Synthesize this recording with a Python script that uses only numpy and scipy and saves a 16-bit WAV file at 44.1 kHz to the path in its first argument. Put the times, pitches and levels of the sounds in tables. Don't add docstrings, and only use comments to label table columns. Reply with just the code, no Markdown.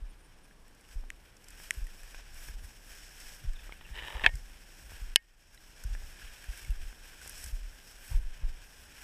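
import sys
import numpy as np
from scipy import signal
from scipy.fft import rfft, irfft
from scipy.io import wavfile
from scipy.ndimage import uniform_filter1d, minimum_filter1d

SR = 44100
rng = np.random.default_rng(int(sys.argv[2]) if len(sys.argv) > 2 else 0)


def wav_record(signal):
    frames = np.transpose(np.atleast_2d(signal))
    bounded = np.clip(frames, -1, 1)
    quanta = np.round(bounded * 32767).astype(np.int16)
    wavfile.write(sys.argv[1], SR, quanta)


def amplitude_ratio(level_db):
    exponent = np.asarray(level_db, float) / 20
    return 10 ** exponent


N = 398223


def rms_one(x):
    return x / np.sqrt(np.mean(x ** 2) + 1e-20)


def curve(rows):
    s, *columns = np.transpose(rows)
    return [np.interp(np.arange(N) / SR, s, c) for c in columns]


def band(x, low_hz, high_hz):
    return signal.sosfilt(signal.butter(2, [low_hz, high_hz], "band", fs=SR, output="sos"), x)


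def drift(rate_hz):
    r = np.exp(-2 * np.pi * rate_hz / SR)
    slow = signal.lfilter([1], [1, -2 * r, r * r], rng.standard_normal(N + SR))
    return rms_one(slow[SR:])


def resonate(x, peaks):
    out = 0
    for k, (hz, width_hz, level_db) in enumerate(peaks):
        r = np.exp(-np.pi * width_hz / SR)
        a = [1, -2 * r * np.cos(2 * np.pi * hz / SR), r * r]
        out = out + (-1) ** k * amplitude_ratio(level_db) * signal.lfilter([(1 - r * r) / 2, 0, (r * r - 1) / 2], a, x)
    return out


def ring(hz, t60, size):
    t = np.arange(size) / SR
    onset = 1 - np.exp(-(2.68 * hz * t) ** 2)
    return np.sin(2 * np.pi * hz * t) * amplitude_ratio(-60 * t / t60) * onset


def add(out, s, piece):
    at = round(s * SR)
    out[at:at + len(piece)] += piece[:N - at]


def crackle(per_s, spread_db, clump_db, smooth):
    clump = drift(22.0)
    sizes = amplitude_ratio(spread_db * np.minimum(rng.exponential(1, N), 5)) * rng.choice([-1, 1], N)
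    grains = sizes * (rng.random(N) < per_s / SR)
    return rms_one(amplitude_ratio(clump_db * clump) * (rms_one(grains) + smooth * rng.standard_normal(N)))


# t/s, push level/dB, brightness/dB
PUSH = [(0.0, -70, -5), (.55, -71.5, -2.5), (.8, -70.5, -2), (1.38, -68, -4), (1.62, -59.5, 0.5),
        (1.91, -61.5, -2.5), (2.78, -62.5, -2), (3.0, -59, 0), (3.8, -61, -5.5), (4.3, -61.5, -1.5),
        (5.09, -62, -3.5), (5.66, -61, -2), (6.21, -58.5, -2.5), (7.13, -60, -2), (7.68, -62.5, -1),
        (8.55, -61.5, -5), (8.88, -63, -2), (9.03, -57.5, -1.5)]
# start t/s, length/s, swell/dB
SWEEPS = [(0.865, 0.12, 5.5), (1.976, 0.23, 2.5), (2.344, 0.18, 4), (2.617, 0.1, 2.5), (2.87, 0.07, 3),
          (3.162, 0.22, 3), (3.642, .07, 1), (4.0, 0.15, 2), (4.72, 0.36, 2), (6.372, .08, 0),
          (6.52, 0.17, 2.5), (7.04, 0.053, 0.5), (7.197, 0.32, 4.5), (7.37, 0.11, 2.6), (7.848, 0.11, 4),
          (8.028, 0.13, 5.5), (8.625, 0.22, 2.5)]
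# f/Hz, width/Hz, level/dB
LOW = [(349, 530, 0.11), (737, 860, 2)]
# f/Hz, width/Hz, level/dB
CAVITY = [(1590, 303, 0.5), (2474, 390, -1), (3106, 710, -3.5)]
# f/Hz, width/Hz, level/dB
PORT = [(5420, 510, 2), (6810, 390, -4), (7870, 590, -2.5), (9800, 1500, -6.5), (12200, 2750, -9),
        (15740, 1500, -20.5)]


def rustle():
    edge_s, fade_s = 0.072, 0.096
    brightens, sharpens = 0.54, 0.21
    push_db, shine_db = curve(PUSH)
    t = np.arange(0, N, 40) / SR
    swell_db = 0
    for s, length, db in SWEEPS:
        slope = np.minimum((t - s) / edge_s, (s + length - t) / fade_s)
        swell_db = swell_db + db * np.clip(slope + .5, 0, 1)
    swell_db = np.interp(np.arange(N) / SR, t, swell_db)
    grain = crackle(2500., spread_db=4.0, clump_db=1.5, smooth=1.9)
    low = rms_one(band(resonate(grain, LOW), 180, 1250))
    dull = amplitude_ratio(1.03 * drift(2.8)) * rms_one(band(resonate(grain, CAVITY), 1250, 4000))
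    bright = rms_one(band(resonate(grain, PORT), 3900, 18000))
    top_gain = amplitude_ratio(sharpens * swell_db + 1.2 * drift(5.0))
    bright = bright + (top_gain - 1) * band(bright, 7000, 17000)
    body = amplitude_ratio(0.46) * (dull + amplitude_ratio(-11.5) * low)
    return amplitude_ratio(push_db + swell_db) * (body + amplitude_ratio(shine_db + brightens * swell_db + 2.0) * bright)


def snap(ring_hz, t60, ring_db, bright_db, knock_db, port, clean):
    fibres = rng.standard_normal(2500) * amplitude_ratio(-60 * np.arange(2500) / SR / (0.56 * t60))
    fibres[3] += clean
    crack = resonate(fibres, port)
    pair = ring(ring_hz, t60, size=2500) + 0.4 * ring(ring_hz * 1.3, 0.48 * t60, size=2500)
    pair = band(pair, 0.97 * ring_hz, 1.9 * ring_hz)
    push = band(np.arange(2500) == 3, 62, 777)
    knock = 0.56 * ring(820, 0.01, size=2500) + 0.19 * ring(560, 0.0086, size=2500)
    knock = knock + 1.15 * push / push.max()
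    return amplitude_ratio(ring_db) * pair + amplitude_ratio(bright_db) * crack / np.abs(crack).max() + amplitude_ratio(knock_db) * knock


# t/s, level/dB, ring f/Hz, ring t60/s, bright level/dB
BLOWS = [
    (1.103, -21, 1850, 0.0039, -10),
    (1.7077, -11, 1900, 0.0053, -5),
    (4.2624, -4, 1720, 0.017, -21),
    (4.263, -9, 2550, 0.013, -33),
    (4.263, -15.5, 3186, 0.018, -28),
    (5.1593, 16, 2950, 0.0047, -5.5),
    (5.1594, 0.5, 1730, 0.0092, -17.5),
    (5.1594, -0.5, 2450, 0.008, -31),
    (5.1614, -2, 3140, 0.0063, -3.5),
]
# t/s, level/dB, ring f/Hz
CHATTER = [
    (4.2376, -20.5, 2180),
    (4.2425, -12.5, 1800),
    (4.245, -23.5, 2590),
    (4.249, -17, 1790),
    (4.252, -23, 1680),
    (4.257, -27, 2330),
    (4.2707, -21.5, 2350),
]
# f/Hz, t60/s, level after the side blow/dB, level after the front blow/dB
LONG_MODES = [(916, 0.047, -28.5, -38.5), (1660, 0.073, -39.5, -29.5), (1850, 0.19, -37.5, -34),
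              (2180, 0.066, -24.5, -21.5), (2550, 0.036, -37.5, -18), (2950, 0.045, -35.5, -18),
              (4700, 0.045, -55, -28), (5220, 0.031, -45, -17.5), (710, 0.028, -24, -38)]
# f/Hz, width/Hz, level/dB
CRACK = [(5570, 1000, 0), (7700, 1800, 1), (10900, 1400, -4), (13300, 1300, -14.5)]


def blows():
    side_blow_s, front_blow_s = 4.2624, 5.1592
    knock_growth = 1.31
    out = np.zeros(N)
    for s, level_db, hz in CHATTER:
        add(out, s, snap(hz, 0.018, level_db, level_db - 26, level_db - 15.5, CRACK, clean=5.0))
    for s, level_db, hz, t60, bright_db in BLOWS:
        knock_db = knock_growth * level_db - 33.5
        add(out, s, snap(hz, t60, level_db + 3.5, level_db + bright_db, knock_db, CRACK, clean=4.4))
    for hz, t60, side_db, front_db in LONG_MODES:
        add(out, side_blow_s, amplitude_ratio(side_db) * ring(hz, t60, size=12000))
        add(out, front_blow_s, amplitude_ratio(front_db) * ring(hz, t60, size=12000))
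    return signal.sosfilt(signal.butter(4, 14500, fs=SR, output="sos"), out)


# t/s, level/dB, ring f/Hz, knock level/dB
TAPS = [(0.5097, -43, 1660, -69), (1.038, -48, 1470, -51), (1.5997, -36, 1620, -50),
        (1.868, -37, 1830, -70), (2.0325, -41, 1740, -61), (2.1449, -32.5, 1540, -48),
        (2.146, -37, 2500, -64), (2.486, -34, 1640, -50), (3.6663, -54, 1540, -54),
        (3.693, -35.5, 1250, -46.5), (3.7227, -29, 2210, -46.5), (3.8114, -42, 1940, -50),
        (3.8533, -46, 1800, -65), (3.889, -40, 1700, -66), (3.9556, -33, 2940, -57),
        (3.9893, -34, 2050, -53), (4.023, -38, 1840, -48), (4.195, -26, 1780, -70),
        (4.292, -39.5, 1860, -46.5), (4.919, -45, 1510, -48), (5.5757, -40, 1970, -77),
        (5.9496, -31.5, 1700, -48), (6.4411, -35, 1660, -67), (6.9272, -40, 1570, -53),
        (7.2604, -48, 1560, -47), (8.1195, -44, 1650, -61), (8.44, -48, 1560, -53)]
# t/s, level/dB, ring level/dB
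TEARS = [(0.68, -59, -53), (0.748, -58.5, -66), (0.8094, -58, -56), (0.849, -63, -58), (1.367, -52.5, -58),
         (1.442, -49.5, -50), (1.4833, -47, -54), (1.504, -48, -52), (1.7386, -47, -50), (1.843, -55, -47),
         (1.868, -49, -55), (2.0325, -51, -55), (2.343, -51, -58), (3.2016, -47, -42), (3.533, -53, -47),
         (4.3375, -55, -44), (4.354, -41.5, -45), (5.5454, -48.5, -43), (5.837, -43.5, -41),
         (6.4412, -48, -55), (6.5744, -47, -49), (6.6476, -47, -37), (6.7053, -49, -42), (7.2142, -49, -37),
         (7.275, -42.5, -52), (7.294, -39, -44), (7.379, -43, -45), (7.4403, -37.5, -42),
         (7.4609, -40, -39), (8.0784, -49, -47)]
TEAR_TILTS = [1, .1, .1, .1, -11, -2.1, -2.1, .1, .1, 2.1, 2.1, 2.1, .1, -2, -3, -5, -1, -2.1, -3, .1, 2,
              .1, .1, .1, 5, 5, -2, 2.1, -4, .1]
# f/Hz, width/Hz, level/dB
TEAR_PORT = [(5370, 800, -2), (8030, 910, 1), (9760, 1800, -3.5), (12500, 1500, -6.5)]
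# t/s, length/s, level/dB
FLECKS = [
    (.092, 0.026, -70),
    (.188, .03, -73),
    (.228, 0.043, -72),
    (0.431, 0.018, -70),
]


def ticks():
    lowest_hz, highest_hz = 1500, 2710
    out = np.zeros(N)
    for s, level_db, hz, knock_db in TAPS:
        add(out, s + .0003, snap(hz, 0.016, level_db - 2.5, level_db - 22, knock_db + 3.5, TEAR_PORT, clean=.1))
    for (s, level_db, ring_db), tilt_db, chance in zip(TEARS, TEAR_TILTS, rng.random(len(TEARS))):
        hz = lowest_hz * (highest_hz / lowest_hz) ** (chance ** 2)
        port = [(port_hz, width_hz, db + tilt_db * np.log2(port_hz / 8000))
                for port_hz, width_hz, db in TEAR_PORT]
        add(out, s + .0003, snap(hz, 0.036, ring_db - 4.5, level_db + 6.0, level_db - 16, port, clean=.1))
    for s, length, level_db in FLECKS:
        whisper = band(rng.standard_normal(4000), 9000, 9700)[:int(length * SR)]
        add(out, s, amplitude_ratio(level_db) * rms_one(whisper))
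    return out


# t/s, pressure level/dB
DRAG = [
    (3.8, -70),
    (3.812, -52),
    (3.83, -68),
    (3.945, -57),
    (3.965, -47),
    (4.07, -46),
    (4.16, -50.5),
    (4.19, -50.5),
    (4.232, -51),
]
# f/Hz, width/Hz, level/dB
PLATE = [(430, 250, -6), (890, 110, 2), (1220, 270, -4.5)]
# f/Hz, width/Hz, level/dB
SHELL = [(1800, 210, 3), (2450, 260, -3), (2940, 260, 0.5), (3880, 430, -13.5)]


def drag():
    source = crackle(1800., spread_db=4.5, clump_db=1.2, smooth=0.5)
    t = np.arange(N) / SR
    touching = np.clip(np.minimum(t - DRAG[0][0], DRAG[-1][0] - t) / 0.011, 0, 1)
    plate_db = -7.5 + 28 * np.clip(t - 4.0, 0, .2)
    plate = rms_one(band(resonate(source, PLATE), 250, 1600))
    cavity = rms_one(band(resonate(source, SHELL), 1300, 5000))
    bright = rms_one(band(resonate(source, PORT), 4300, 16000))
    return touching * amplitude_ratio(curve(DRAG)[0]) * (amplitude_ratio(plate_db) * plate + cavity + amplitude_ratio(-18) * bright)


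# t/s, length/s, plate level/dB, cavity level/dB
RUBS = [(2.189, .012, -57, -64), (3.987, 0.022, -54, -40), (4.032, .006, -52, -43), (4.072, .006, -49, -40),
        (4.082, .005, -48, -45), (4.102, .005, -50, -48), (4.123, .012, -46.5, -49),
        (4.144, .016, -47, -47), (4.222, .016, -50.5, -45), (4.2373, .004, -40.5, -26),
        (4.241, 0.011, -34, -27.5), (4.255, .007, -38.5, -35.5), (4.267, .012, -38, -32.5),
        (4.289, .007, -50.5, -42), (6.018, .014, -57, -66), (8.103, .05, -58, -68), (8.125, .014, -57, -66),
        (8.42, .04, -63, -65)]
# t/s, length/s, level/dB, first f/Hz, last f/Hz
SQUEAKS = [
    (.838, .022, -65, 3000, 2800),
    (3.549, 0.024, -56, 3800, 3400),
    (3.587, .01, -56, 3330, 3700),
    (3.602, .03, -62, 3480, 3400),
    (3.587, 0.019, -58, 2600, 2520),
    (5.574, 0.009, -54, 3900, 4000),
    (3.843, .026, -54, 2950, 2500),
]


def rubs():
    to_plate, to_cavity, squeaks = np.zeros((3, N))
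    for s, length, plate_db, cavity_db in RUBS:
        grit = (rng.standard_normal(3000) * rng.exponential(1, 3000))[:int(length * SR)]
        grit = grit * np.linspace(1, .4, len(grit))
        add(to_plate, s, amplitude_ratio(plate_db + 12.5) * grit)
        add(to_cavity, s, amplitude_ratio(cavity_db + 8.0) * grit)
    for s, length, level_db, first_hz, last_hz in SQUEAKS:
        size = int(length * SR)
        flutter = 1 + 0.56 * rms_one(band(rng.standard_normal(2000), 40, 250))[:size]
        tone = np.sin(2 * np.pi * np.cumsum(np.linspace(first_hz, last_hz, size)) / SR)
        add(squeaks, s, amplitude_ratio(level_db + 0.5) * np.hanning(size) ** .5 * flutter * tone)
    plate = band(resonate(to_plate + 1e-18, PLATE + [(650, 308, -2.5)]), 250, 1500)
    cavity = band(resonate(to_cavity + 1e-18, SHELL), 1300, 5000)
    return plate + cavity + squeaks


# t/s, level/dB, starting f/Hz
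THUDS = [(.012, -33.5, 44), (.952, -27, 37), (1.768, -30.5, 53), (1.812, -28.5, 38), (2.49, -35.5, 50),
         (3.444, -35.5, 73), (3.467, -22.5, 32), (3.908, -33, 53), (4.147, -28.5, 55), (4.261, -27, 40),
         (4.33, -28.5, 58), (5.012, -32.5, 48), (5.845, -26, 48), (5.895, -28, 42), (6.482, -28, 47),
         (6.69, -21, 47), (6.76, -31, 22), (7.522, -26.5, 40), (8.108, -29, 59), (8.14, -17, 35),
         (8.235, -28, 20), (8.43, -20.5, 33)]


def thuds():
    peak_cycles, sag = 0.59, .25
    out = np.zeros(N)
    for s, level_db, hz in THUDS:
        cycles = np.arange(int(6 * SR / hz)) * hz / SR
        swing = (cycles / peak_cycles * np.exp(1 - cycles / peak_cycles)) ** 1.6
        add(out, s + 0.0033, -amplitude_ratio(level_db) * swing * np.sin(2 * np.pi * np.log1p(sag * cycles) / sag))
    return out


def surges(rows, rest_db, lift_db):
    rise_share = 0.83
    t = np.arange(0, N, 40) / SR
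    out = amplitude_ratio(rest_db + 4 * drift(4.0)[::40])
    for s, level_db, half_s in rows:
        away_s = np.maximum(t - s, (s - t) / rise_share)
        out = np.maximum(out, amplitude_ratio(level_db + lift_db) * .5 ** (away_s / (0.7 * half_s)) ** 0.89)
    return np.interp(np.arange(N) / SR, t, out)


# t/s, level/dB, time to lose half/s
SWAYS = [(.06, -45, 0.047), (1.02, -42.5, 0.057), (1.87, -46.5, 0.065), (2.035, -50, .043),
         (2.39, -49.5, 0.12), (2.553, -42, 0.062), (2.9, -52.5, 0.051), (3.26, -51, 0.059),
         (3.55, -44, .04), (3.68, -49, 0.069), (3.98, -48.5, .07), (4.23, -43, .04), (4.38, -45.5, 0.074),
         (5.09, -44, 0.089), (5.96, -40, 0.077), (6.28, -47.5, 0.04), (6.87, -41, 0.028), (7.01, -55, .1),
         (7.385, -51.5, .07), (7.63, -38.5, 0.041), (8.21, -37, 0.038), (8.33, -48, .05), (8.5, -38, .035)]
# t/s, level/dB, time to lose half/s
JOLTS = [(2.33, -54, .04), (2.648, -43.5, 0.027), (3.612, -50, .025), (4.025, -46.5, .025),
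         (4.225, -44, 0.022), (4.414, -51, .026), (4.86, -49, 0.037), (4.936, -49.5, .04),
         (5.93, -42, 0.028), (6.044, -49, .05), (6.25, -48.5, .028), (6.64, -46, .02), (6.83, -47, .03),
         (7.26, -54, 0.071), (7.47, -43, 0.034), (7.67, -54, .04), (8.2, -46, 0.027), (8.47, -45, .03),
         (8.8, -56, .04)]
# t/s, level/dB, time to lose half/s
BUMPS = [(1.76, -55, 0.018), (2.499, -51, 0.018), (2.63, -58, 0.018), (3.445, -41, 0.014),
         (3.908, -46, 0.018), (4.049, -53, 0.018), (4.159, -45, 0.018), (4.269, -40, 0.02),
         (4.349, -40, 0.015), (5.019, -64, 0.018), (5.859, -47, 0.018), (5.959, -52, 0.018),
         (6.69, -42, 0.018), (7.539, -54, 0.018), (8.122, -39, 0.016), (8.43, -41, 0.015)]


def shake():
    out = 0
    jolt_size = surges(JOLTS, -64, lift_db=2.5)
    movements = [(surges(SWAYS, -54.5, lift_db=7.5), 19.65, 38.6, 49.0),
                 (jolt_size, 41.3, 69.8, 140),
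                 (surges(BUMPS, -86.5, lift_db=-1.5), 75, 140, 170)]
    for size, low_hz, high_hz, top_hz in movements:
        wobble = band(rng.standard_normal(N + SR), low_hz, high_hz)[SR:]
        swing = np.sqrt(uniform_filter1d(wobble ** 2, size=int(SR / low_hz)))
        moved = size * wobble / (swing + 0.079 * np.std(wobble))
        out = out + signal.sosfiltfilt(signal.butter(2, top_hz, fs=SR, output="sos"), moved)
    creak = rms_one(band(rng.standard_normal(N), 77, 190))
    return out + amplitude_ratio(-34) * jolt_size ** 0.85 * creak


# f/Hz, level/(dB per Hz)
HISS = [(35, -33.5), (60, -10), (171, -12.5), (226, -14), (521, -19), (688, -21.5), (810, -19.5),
        (7370, -39), (9080, -34), (15500, -51)]


def hiss():
    hz, level_db = np.transpose(HISS)
    grid = np.fft.rfftfreq(N, 1 / SR) + 1
    shape = amplitude_ratio(np.interp(np.log(grid), np.log(hz), level_db))
    return amplitude_ratio(-64) * rms_one(irfft(rfft(rng.standard_normal(N)) * shape, N))


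def scene():
    edge = signal.cheby2(20, 50, 15600, fs=SR, output="sos")
    soft = signal.sosfilt(edge, rustle() + drag() + rubs() + hiss() + ticks())
    return (soft + blows() + shake() + thuds())[None]


def band_limit(x):
    return signal.sosfilt(signal.butter(12, 16550, fs=SR, output="sos"), x)


def record(dry):
    ceiling_db, ahead_s, release_db_per_s = .3, .016, 26.5
    over = np.maximum(20 * np.log10(np.abs(dry[0]) + 1e-9) - ceiling_db, 0)
    held = -minimum_filter1d(-over, size=2 * int(ahead_s * SR) + 1)
    ramp = release_db_per_s * np.arange(N) / SR
    cut_db = np.maximum.accumulate(held + ramp) - ramp
    mix = dry * amplitude_ratio(-uniform_filter1d(cut_db, size=90))
    return band_limit(mix)


dry = scene()
out = record(dry)
wav_record(out)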